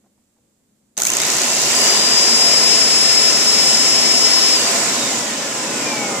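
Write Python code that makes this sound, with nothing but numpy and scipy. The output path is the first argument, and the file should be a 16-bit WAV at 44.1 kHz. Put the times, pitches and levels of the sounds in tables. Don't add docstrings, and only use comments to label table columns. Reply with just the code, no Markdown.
import sys
import numpy as np
from scipy import signal
from scipy.fft import rfft, irfft, next_fast_len
from scipy.io import wavfile
from scipy.ndimage import uniform_filter1d

SR = 44100
rng = np.random.default_rng(int(sys.argv[2]) if len(sys.argv) > 2 else 0)


def wav_record(signal):
    frames = np.transpose(np.atleast_2d(signal))
    bounded = np.clip(frames, -1, 1)
    quanta = np.round(bounded * 32767).astype(np.int16)
    wavfile.write(sys.argv[1], SR, quanta)


N = 273420
SWITCH_ON_S, SWITCH_OFF_S = 0.97, 4.541
FULL_SPEED_HZ = 427.5


def undb(db):
    return 10 ** (np.asarray(db) / 20)


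def unit(x):
    return x / np.sqrt(np.mean(x ** 2))


def curves(table):
    s, *columns = np.transpose(table)
    return [np.interp(np.arange(N) / SR, s, c) for c in columns]


def walk(rate):
    k = int(SR / rate)
    steps = np.repeat(rng.standard_normal(N // k + 1), k)
    return uniform_filter1d(uniform_filter1d(steps, k), k)[:N]


def band(x, hz, width):
    return signal.lfilter(*signal.iirpeak(hz, hz / width, fs=SR), x)


def above(x, hz):
    return signal.sosfiltfilt(signal.butter(3, hz, "high", fs=SR, output="sos"), x)


def even(x, seconds):
    return x / np.sqrt(uniform_filter1d(x ** 2, int(seconds * SR)) + 1e-9)


def coloured(colour, flicker_db=0., rate=8.):
    size = next_fast_len(N)
    octave = np.log2(np.maximum(np.fft.rfftfreq(size, 1 / SR), 1))
    hz, *columns = np.transpose(colour)
    left_db, right_db, alike = (np.interp(octave, np.log2(hz), c) for c in columns)
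    alike = np.clip(alike, -1, 1)
    mid, side = rfft(rng.standard_normal((2, size))) * np.sqrt([1 + alike, 1 - alike])
    pair = np.array([mid + side, mid - side]) * undb([left_db, right_db])
    if not flicker_db:
        return unit(irfft(pair, size)[:, :N])
    out, halves = 0, 2 * octave
    for centre in range(int(2 * np.log2(hz[0])), int(2 * np.log2(hz[-1])) + 2):
        share = np.clip(1 - abs(halves - centre), 0, 1)
        out = out + irfft(pair * share, size)[:, :N] * undb(flicker_db * walk(rate))
    return unit(out)


def bursts(times, peak_db, pan_db, rise_s, decay_s):
    kicks = np.zeros((2, N))
    pair_db = peak_db + np.array([pan_db, -pan_db]) / 2
    np.add.at(kicks, (slice(None), (times * SR).astype(int)), undb(pair_db))
    t = np.arange(SR // 40) / SR
    shape = np.minimum(t / rise_s, np.exp((rise_s - t) / decay_s))
    return signal.fftconvolve(kicks, shape[None])[:, :N]


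def shaft_hz():
    # share, time constant in seconds.
    spin_up = [(.419, .074), (.5195, .2647), (.0615, .696)]
    spin_start_s = .978
    air_drag, friction_hz_per_s = .00144, 40.44
    t = np.arange(N) / SR
    powered = np.clip(t - spin_start_s, 0, SWITCH_OFF_S - spin_start_s)
    hz = FULL_SPEED_HZ * (1 - sum(share * np.exp(-powered / s) for share, s in spin_up))
    balance = np.sqrt(friction_hz_per_s / air_drag)
    coasting_s = np.maximum(t - SWITCH_OFF_S, 0)
    return balance * np.tan(np.arctan(hz / balance) - air_drag * balance * coasting_s)


def whine():
    # multiple of shaft speed, lead of left over right at full speed in radians,
    # level off resonance at full speed in dB.
    orders = [(1, 0., -44), (4.42, .3, -70), (7, -1.8, -48), (8, .5, -70), (12, -3., -48), (13, 0., -55),
              (18, 1., -60), (24, 3., -52), (27, .5, -70), (36, .5, -60)]
    # multiple, centre in Hz,
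    # width in Hz (11 dB down at its edges), left level in dB, right level in dB, -1 where right is inverted.
    swells = [(1, 414, 40, -40, -41), (4.42, 810, 150, -28, -34), (4.42, 1010, 110, -36, -38),
              (7, 2130, 220, -36, -42), (7, 2750, 300, -32, -38), (7, 2880, 130, -34, -30),
              (7, 2995, 20, -36, -48), (8, 1420, 200, -43, -34), (8, 1600, 150, -46, -42),
              (12, 760, 500, -28, -28), (12, 1350, 350, -30, -25), (12, 2090, 150, -36, -40),
              (12, 2220, 140, -28, -39), (12, 2310, 120, -34, -32), (12, 2400, 120, -29, -36),
              (12, 2580, 140, -43, -41), (12, 2780, 150, -55, -41), (12, 3745, 150, -34, -36),
              (12, 3950, 250, -35, -33), (12, 4230, 220, -46, -35), (12, 4500, 200, -34, -44),
              (12, 4720, 250, -34, -35), (12, 5090, 360, -20, -22.5), (13, 5300, 400, -42, -46),
              (13, 5560, 30, -31, -36), (18, 7670, 200, -46, -32), (24, 4700, 300, -39, -48, -1),
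              (24, 4950, 350, -39, -37, -1), (24, 5450, 260, -31, -42), (24, 6200, 700, -38, -44),
              (24, 6900, 600, -42, -28), (24, 7750, 300, -50, -30), (24, 9000, 400, -50, -33),
              (24, 10200, 400, -50, -32), (27, 5350, 300, -35, -48), (36, 7500, 700, -47, -33),
              (36, 6500, 400, -48, -39)]
    # multiple, centre in Hz, width in Hz,
    # left and right levels under full starting current in dB, polarity at the right.
    stator = [(12, 2350, 150, -27, -45, -1), (12, 2520, 200, -31, -25, -1), (12, 2700, 200, -23, -23, -1),
              (12, 3050, 250, -38, -28, -1), (12, 3620, 200, -28, -33, 1), (12, 3900, 250, -30, -37, 1),
              (12, 4400, 300, -25, -40, 1), (12, 4700, 250, -30, -22, 1), (24, 6700, 900, -22, -24, 1)]
    # multiple, centre in Hz, width in Hz, left level in dB, right level in dB.
    powered = [(12, 4920, 80, -24, -29), (12, 5090, 360, -17, -32)]
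    # multiple, centre in Hz, width in Hz, left and right in dB.
    coasting = [(7, 1220, 130, -40, -31), (7, 1480, 150, -50, -37), (7, 1700, 200, -41, -47),
                (7, 1920, 250, -46, -37), (12, 3330, 180, -34, -37), (12, 3660, 110, -50, -35),
                (12, 3765, 110, -33, -45), (12, 3850, 100, -37, -37), (12, 4070, 110, -35, -42),
                (12, 4640, 260, -26, -44), (12, 4830, 160, -29, -32)]
    start_current_s, field_fade_s = .3, .05
    strain_rad = 1.3
    in_phase_below, apart_over = .55, .32

    t, speed = np.arange(N) / SR, shaft_hz()
    turns = np.cumsum(speed) / SR
    current = np.exp(-np.maximum(t - SWITCH_ON_S, 0) / start_current_s)
    apart = np.clip((speed / FULL_SPEED_HZ - in_phase_below) / apart_over, 0, 1)
    coarse = slice(0, N, 64)
    field = np.exp(-np.maximum(t[coarse] - SWITCH_OFF_S, 0) / field_fade_s)

    def swell(table, order):
        total = 0
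        for multiple, hz, width, left_db, right_db, *sign in table:
            if abs(multiple / order - 1) < .03:
                polarity = np.array([[1], sign or [1]])
                detuning = 2 * (order * speed[coarse] - hz) / width
                total = total + undb([[left_db], [right_db]]) * polarity / (1 + detuning ** 2) ** 1.9
        return total

    out = 0
    for order, lead, off_db in orders:
        gain = undb(off_db) * speed[coarse] / FULL_SPEED_HZ + np.zeros((2, 1))
        gain = gain + swell(swells, order) + current[coarse] * swell(stator, order)
        gain = gain + field * swell(powered, order) + (1 - field) * swell(coasting, order)
        if order % 1:
            gain = gain * (t[coarse] > SWITCH_OFF_S)
        gain = np.array([np.interp(t, t[coarse], g) for g in gain])
        phase = 2 * np.pi * (order * turns + rng.random()) + np.array([[lead], [0]]) * apart
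        phase = phase + strain_rad * np.sqrt(current) * walk(70)
        waver_db = 1.3 * walk(30) + 2.4 * walk(150)
        waver_db = waver_db + 2.5 * np.sqrt(current) * walk(50)
        waver_db = waver_db + 1.4 * (t > SWITCH_OFF_S) * walk(14)
        out = out + np.sqrt(2) * gain * undb(waver_db) * np.sin(phase)
    return out


def air():
    # time in seconds, level in dB.
    heard_level = [(0.975, -8.5), (1.05, -10), (1.12, -3.5), (1.3, -1.5), (1.6, -1.5), (1.85, 1), (2.3, 0),
                   (4.5, -0.5), (4.75, 0.5), (5.05, -1.5), (5.35, -4), (5.5, -4), (5.9, -1.5), (6.19, -3)]
    # frequency in Hz, left level in dB, right level in dB, left-right likeness from -1 to 1.
    roar_colour = [(30, -33, -42, .8), (60.4, -35, -23.5, 0.97), (112, -13.5, -17, 1),
                   (175, -8, -6.5, 0.97), (210, 1.5, 0.5, 1), (334, 0.5, 0, 0.96), (490, 0.5, -4, 0.98),
                   (685, 3.5, -1, 0.36), (855, -1.5, -7.5, 0.29), (950, -10.5, 1, 0.99),
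                   (1170, -18, -9.5, 0.51), (1425, -23, -1.5, 0.58), (2220, -25, -28, .2)]
    rush_colour = [(750, -12, -13.5, 0.34), (1280, -0.5, -2, 0.63), (1630, -4, -3.5, 0.022),
                   (1735, 4, -1, 0.094), (2410, 2.5, -2.5, 0.58), (2620, 2.5, 1.5, 0.056),
                   (3140, -1, 3, 0.072), (3050, -0.5, -1, 0), (3900, 0.5, 2, 0.0042),
                   (4550, 2, -13, 0.0066), (4600, -15, 3, 0.049), (6500, -35, -22, 0)]
    hiss_colour = [(3200, -23, -25, 0.23), (4820, -5, -5, -0.26), (5100, 0.5, -4.5, -0.083),
                   (6030, -1, -9.5, 0.17), (6800, -8, 2.5, -0.21), (7280, -1.5, -1, -0.14),
                   (7960, -34, 2.5, 0.21), (8030, -8.5, -4.5, 0.05), (9180, -18.5, -11, 0.056),
                   (9830, -19, -17, 0.18), (10600, -29, -14.5, 0.048), (11600, -24, -19, -0.033),
                   (13000, -24.5, -18, -0.13), (15000, -30, -36, 0)]
    # centre in Hz, width in Hz, boost in dB.
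    duct_modes = [(135.3, 14, 9), (237.6, 7.4, 4), (455, 17, 1), (564.4, 22, 4.5), (689, 12, 4),
                  (839, 26, 6), (1039, 45, 9)]
    roar_mix_db, rush_mix_db, hiss_mix_db = -25, -22, -16.5
    rush_law, hiss_law = 0.35, 0.79
    sparks_db, sparks_s = 7, .35
    jet_s, jet_db, jet_width_s = 1.82, 2.5, 0.096
    hum_s, hum_hz, hum_db, hum_width_s = 4.77, 694, 7.5, 0.12

    t = np.arange(N) / SR
    level_db = curves(heard_level)[0]
    slow_db = np.maximum(20 * np.log10(shaft_hz() / FULL_SPEED_HZ + 1e-9), -8)
    coast_db = slow_db * (t > SWITCH_OFF_S)
    sizzle_db = sparks_db * np.exp(-np.maximum(t - SWITCH_ON_S, 0) / sparks_s)
    sizzle_db = sizzle_db + jet_db * np.exp(-((t - jet_s) / jet_width_s) ** 2)
    swell_db = hum_db * np.exp(-((t - hum_s) / hum_width_s) ** 2)

    roar = coloured(roar_colour, flicker_db=1.25, rate=2.65)
    roar = roar + sum((undb(db) - 1) * band(roar, hz, width) for hz, width, db in duct_modes)
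    rush = coloured(rush_colour, flicker_db=1.5, rate=16.)
    hiss = coloured(hiss_colour, flicker_db=1.0, rate=12.)
    hiss = hiss + (undb(sizzle_db) - 1) * above(hiss, 9700.0)
    hiss = hiss + (undb(.5 * slow_db) - 1) * (hiss - above(hiss, 4600.0))
    rush = rush + (undb(coast_db) - 1) * above(rush, 3500.0)
    rumble = roar - above(roar, 400.0) + band(roar, 146.0, 30.) + band(roar, 500.0, 120.)
    roar = roar + (undb(-.4 * coast_db) - 1) * rumble
    roar = roar + (undb(swell_db) - 1) * band(roar, hum_hz, 50.)

    mix = undb(roar_mix_db) * unit(roar)
    mix = mix + undb(rush_mix_db + rush_law * slow_db) * rush
    mix = mix + undb(hiss_mix_db + hiss_law * slow_db) * hiss
    return undb(level_db) * mix


def pump():
    # time in seconds, peak in dB, peak of its bright tick in dB,
    # dB by which its dull knock stands out.
    dry_blows = [(0.9684, -27, -60, 11), (0.9757, -11, -22, 0), (0.9782, -18, -38, 1),
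                 (0.9856, -19, -22, 7), (1.0005, -16, -18, 7), (1.0183, -7, -19, 1), (1.0328, -18, -26, 5),
                 (1.0346, -16, -25, 4), (1.051, -8, -20, 1), (1.068, -11, -24, 2), (1.083, -21, -24, 6),
                 (1.0848, -22, -29, 6), (1.1011, -8, -18, 0), (1.1179, -11, -18, -3), (1.1348, -12, -24, 1),
                 (1.1504, -15, -21, 0), (1.1677, -7, -17, -2), (1.1844, -16, -29, 2), (1.2002, -12, -24, 7),
                 (1.2166, -10, -23, 1), (1.2335, -14, -23, 4), (1.2502, -12, -27, 1), (1.3009, -9, -24, -3),
                 (1.3503, -12, -27, 0), (1.3664, -11, -24, 0), (1.4334, -12, -31, 0), (1.501, -11, -26, 0),
                 (1.6347, -11, -25, 0), (1.7174, -12, -30, 0)]
    # frequency in Hz, left level in dB, right level in dB, left-right likeness.
    blow_colour = [(300, -33, -28, 0.51), (1500, -14, -26, 0.56), (3470, -16, -15, 0.17),
                   (5560, -11, -9.5, 0.2), (6500, 8, 4, 0), (7960, -19, 0.5, 0), (8900, -16, -6, 0),
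                   (11900, -19, -5.5, 0.31), (15000, -11, -10, 0.18)]
    # time in seconds, peak in dB, peak of their ticks in dB.
    wet_path = [(1.22, -22, -21), (1.42, -7, -25), (1.46, -23, -33), (1.52, -11, -23), (1.75, -16, -24),
                (2.0, -26, -35), (4.5, -33, -40)]
    # time in seconds, peak in dB.
    chatter_path = [(0.98, -35), (1.02, -26), (1.075, -21), (1.11, -34), (1.16, -36), (1.25, -41)]
    mains_hz, rattles = 60, 140
    rise_s, ring_s = .0017, .0014
    tick_rise_s, tick_ring_s = .001, .0012

    s, db, tick_db, knock_db = np.transpose(dry_blows)
    strokes = np.arange(s[-1] % (1 / mains_hz), SWITCH_OFF_S, 1 / mains_hz)
    strokes = strokes[abs(strokes[:, None] - s).min(axis=1) > .25 / mains_hz]
    wet_s, *wet_db = np.transpose(wet_path)
    uneven_db = 1.8 * rng.standard_normal(len(strokes))
    soft_db, soft_tick_db = (np.interp(strokes, wet_s, c, left=-200) + uneven_db for c in wet_db)
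    chatter = rng.uniform(chatter_path[0][0], chatter_path[-1][0], rattles)
    chatter_db = np.interp(chatter, *np.transpose(chatter_path)) + 2.0 * rng.standard_normal(rattles)
    pan, stroke_pan, chatter_pan = -1.5 + 0 * s, -2 + 0 * strokes, -2.5 + 0 * chatter

    ring = coloured(blow_colour)
    tick = above(ring, 10800.0)
    blows = bursts(s, db, pan, rise_s, ring_s)
    body = blows + bursts(strokes, soft_db, stroke_pan, 0.00077, 0.00055)
    body = body + bursts(chatter, chatter_db, chatter_pan, 0.00051, 0.0011)
    ticks = bursts(s, tick_db, pan, tick_rise_s, tick_ring_s)
    ticks = ticks + bursts(strokes, soft_tick_db, stroke_pan, 0.0007, 0.0017)
    ticks = ticks + bursts(chatter, chatter_db - 7, chatter_pan, .0004, 0.00088)
    knocks = bursts(s, db + knock_db, pan, rise_s, ring_s) - blows
    clack = even(ring - tick, 0.0017)
    dull = clack - above(clack, 5300)
    return body * clack + knocks * dull + ticks * even(tick, .0015)


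def room():
    # frequency in Hz, left level in dB, right level in dB, left-right likeness.
    still_colour = [(30, -16, -16, .8), (100, -7, -6, .95), (160, -8, -9, 0.87), (211, 1.5, 1.5, 0.89),
                    (400, -10, -13, .8), (560, -8, -16, 0.12), (850, -22, -18, 0.27),
                    (1500, -23, -24, 0.19), (2960, -25.5, -25, 0), (5500, -24, -24, 0), (7600, -22, -13, 0),
                    (9000, -26, -20.5, 0), (15000, -30, -32, 0)]
    # start in seconds, peak in dB, pitch in Hz.
    faint_knocks = [(0.039, -55, 371), (0.059, -54, 339), (0.176, -61, 700), (0.363, -63, 840),
                    (0.383, -60, 519)]
    still_db = -63
    still = coloured(still_colour)
    low = still - above(still, 1200.)
    out = undb(still_db) * (still + (undb(1.1 * walk(11.6)) - 1) * low)
    for s, db, hz in faint_knocks:
        t = np.maximum(np.arange(N) / SR - s, 0)
        thud = band(band(rng.standard_normal(N), hz, 400.), hz, 400.)
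        out = out + undb(db) * np.minimum(t / 0.0027, 1) * np.exp(-t / 0.01) * even(thud, 0.022)
    return out


def scene():
    running = np.clip((np.arange(N) / SR - SWITCH_ON_S) / 0.0091, 0, 1)
    return running * (air() + whine()) + pump() + room()


def record(dry):
    top_hz = 15350
    low_pass = signal.ellip(12, .2, 100, top_hz, fs=SR, output="sos")
    return signal.sosfilt(low_pass, np.clip(dry, -.9, .9))


dry = scene()
out = record(dry)
wav_record(out)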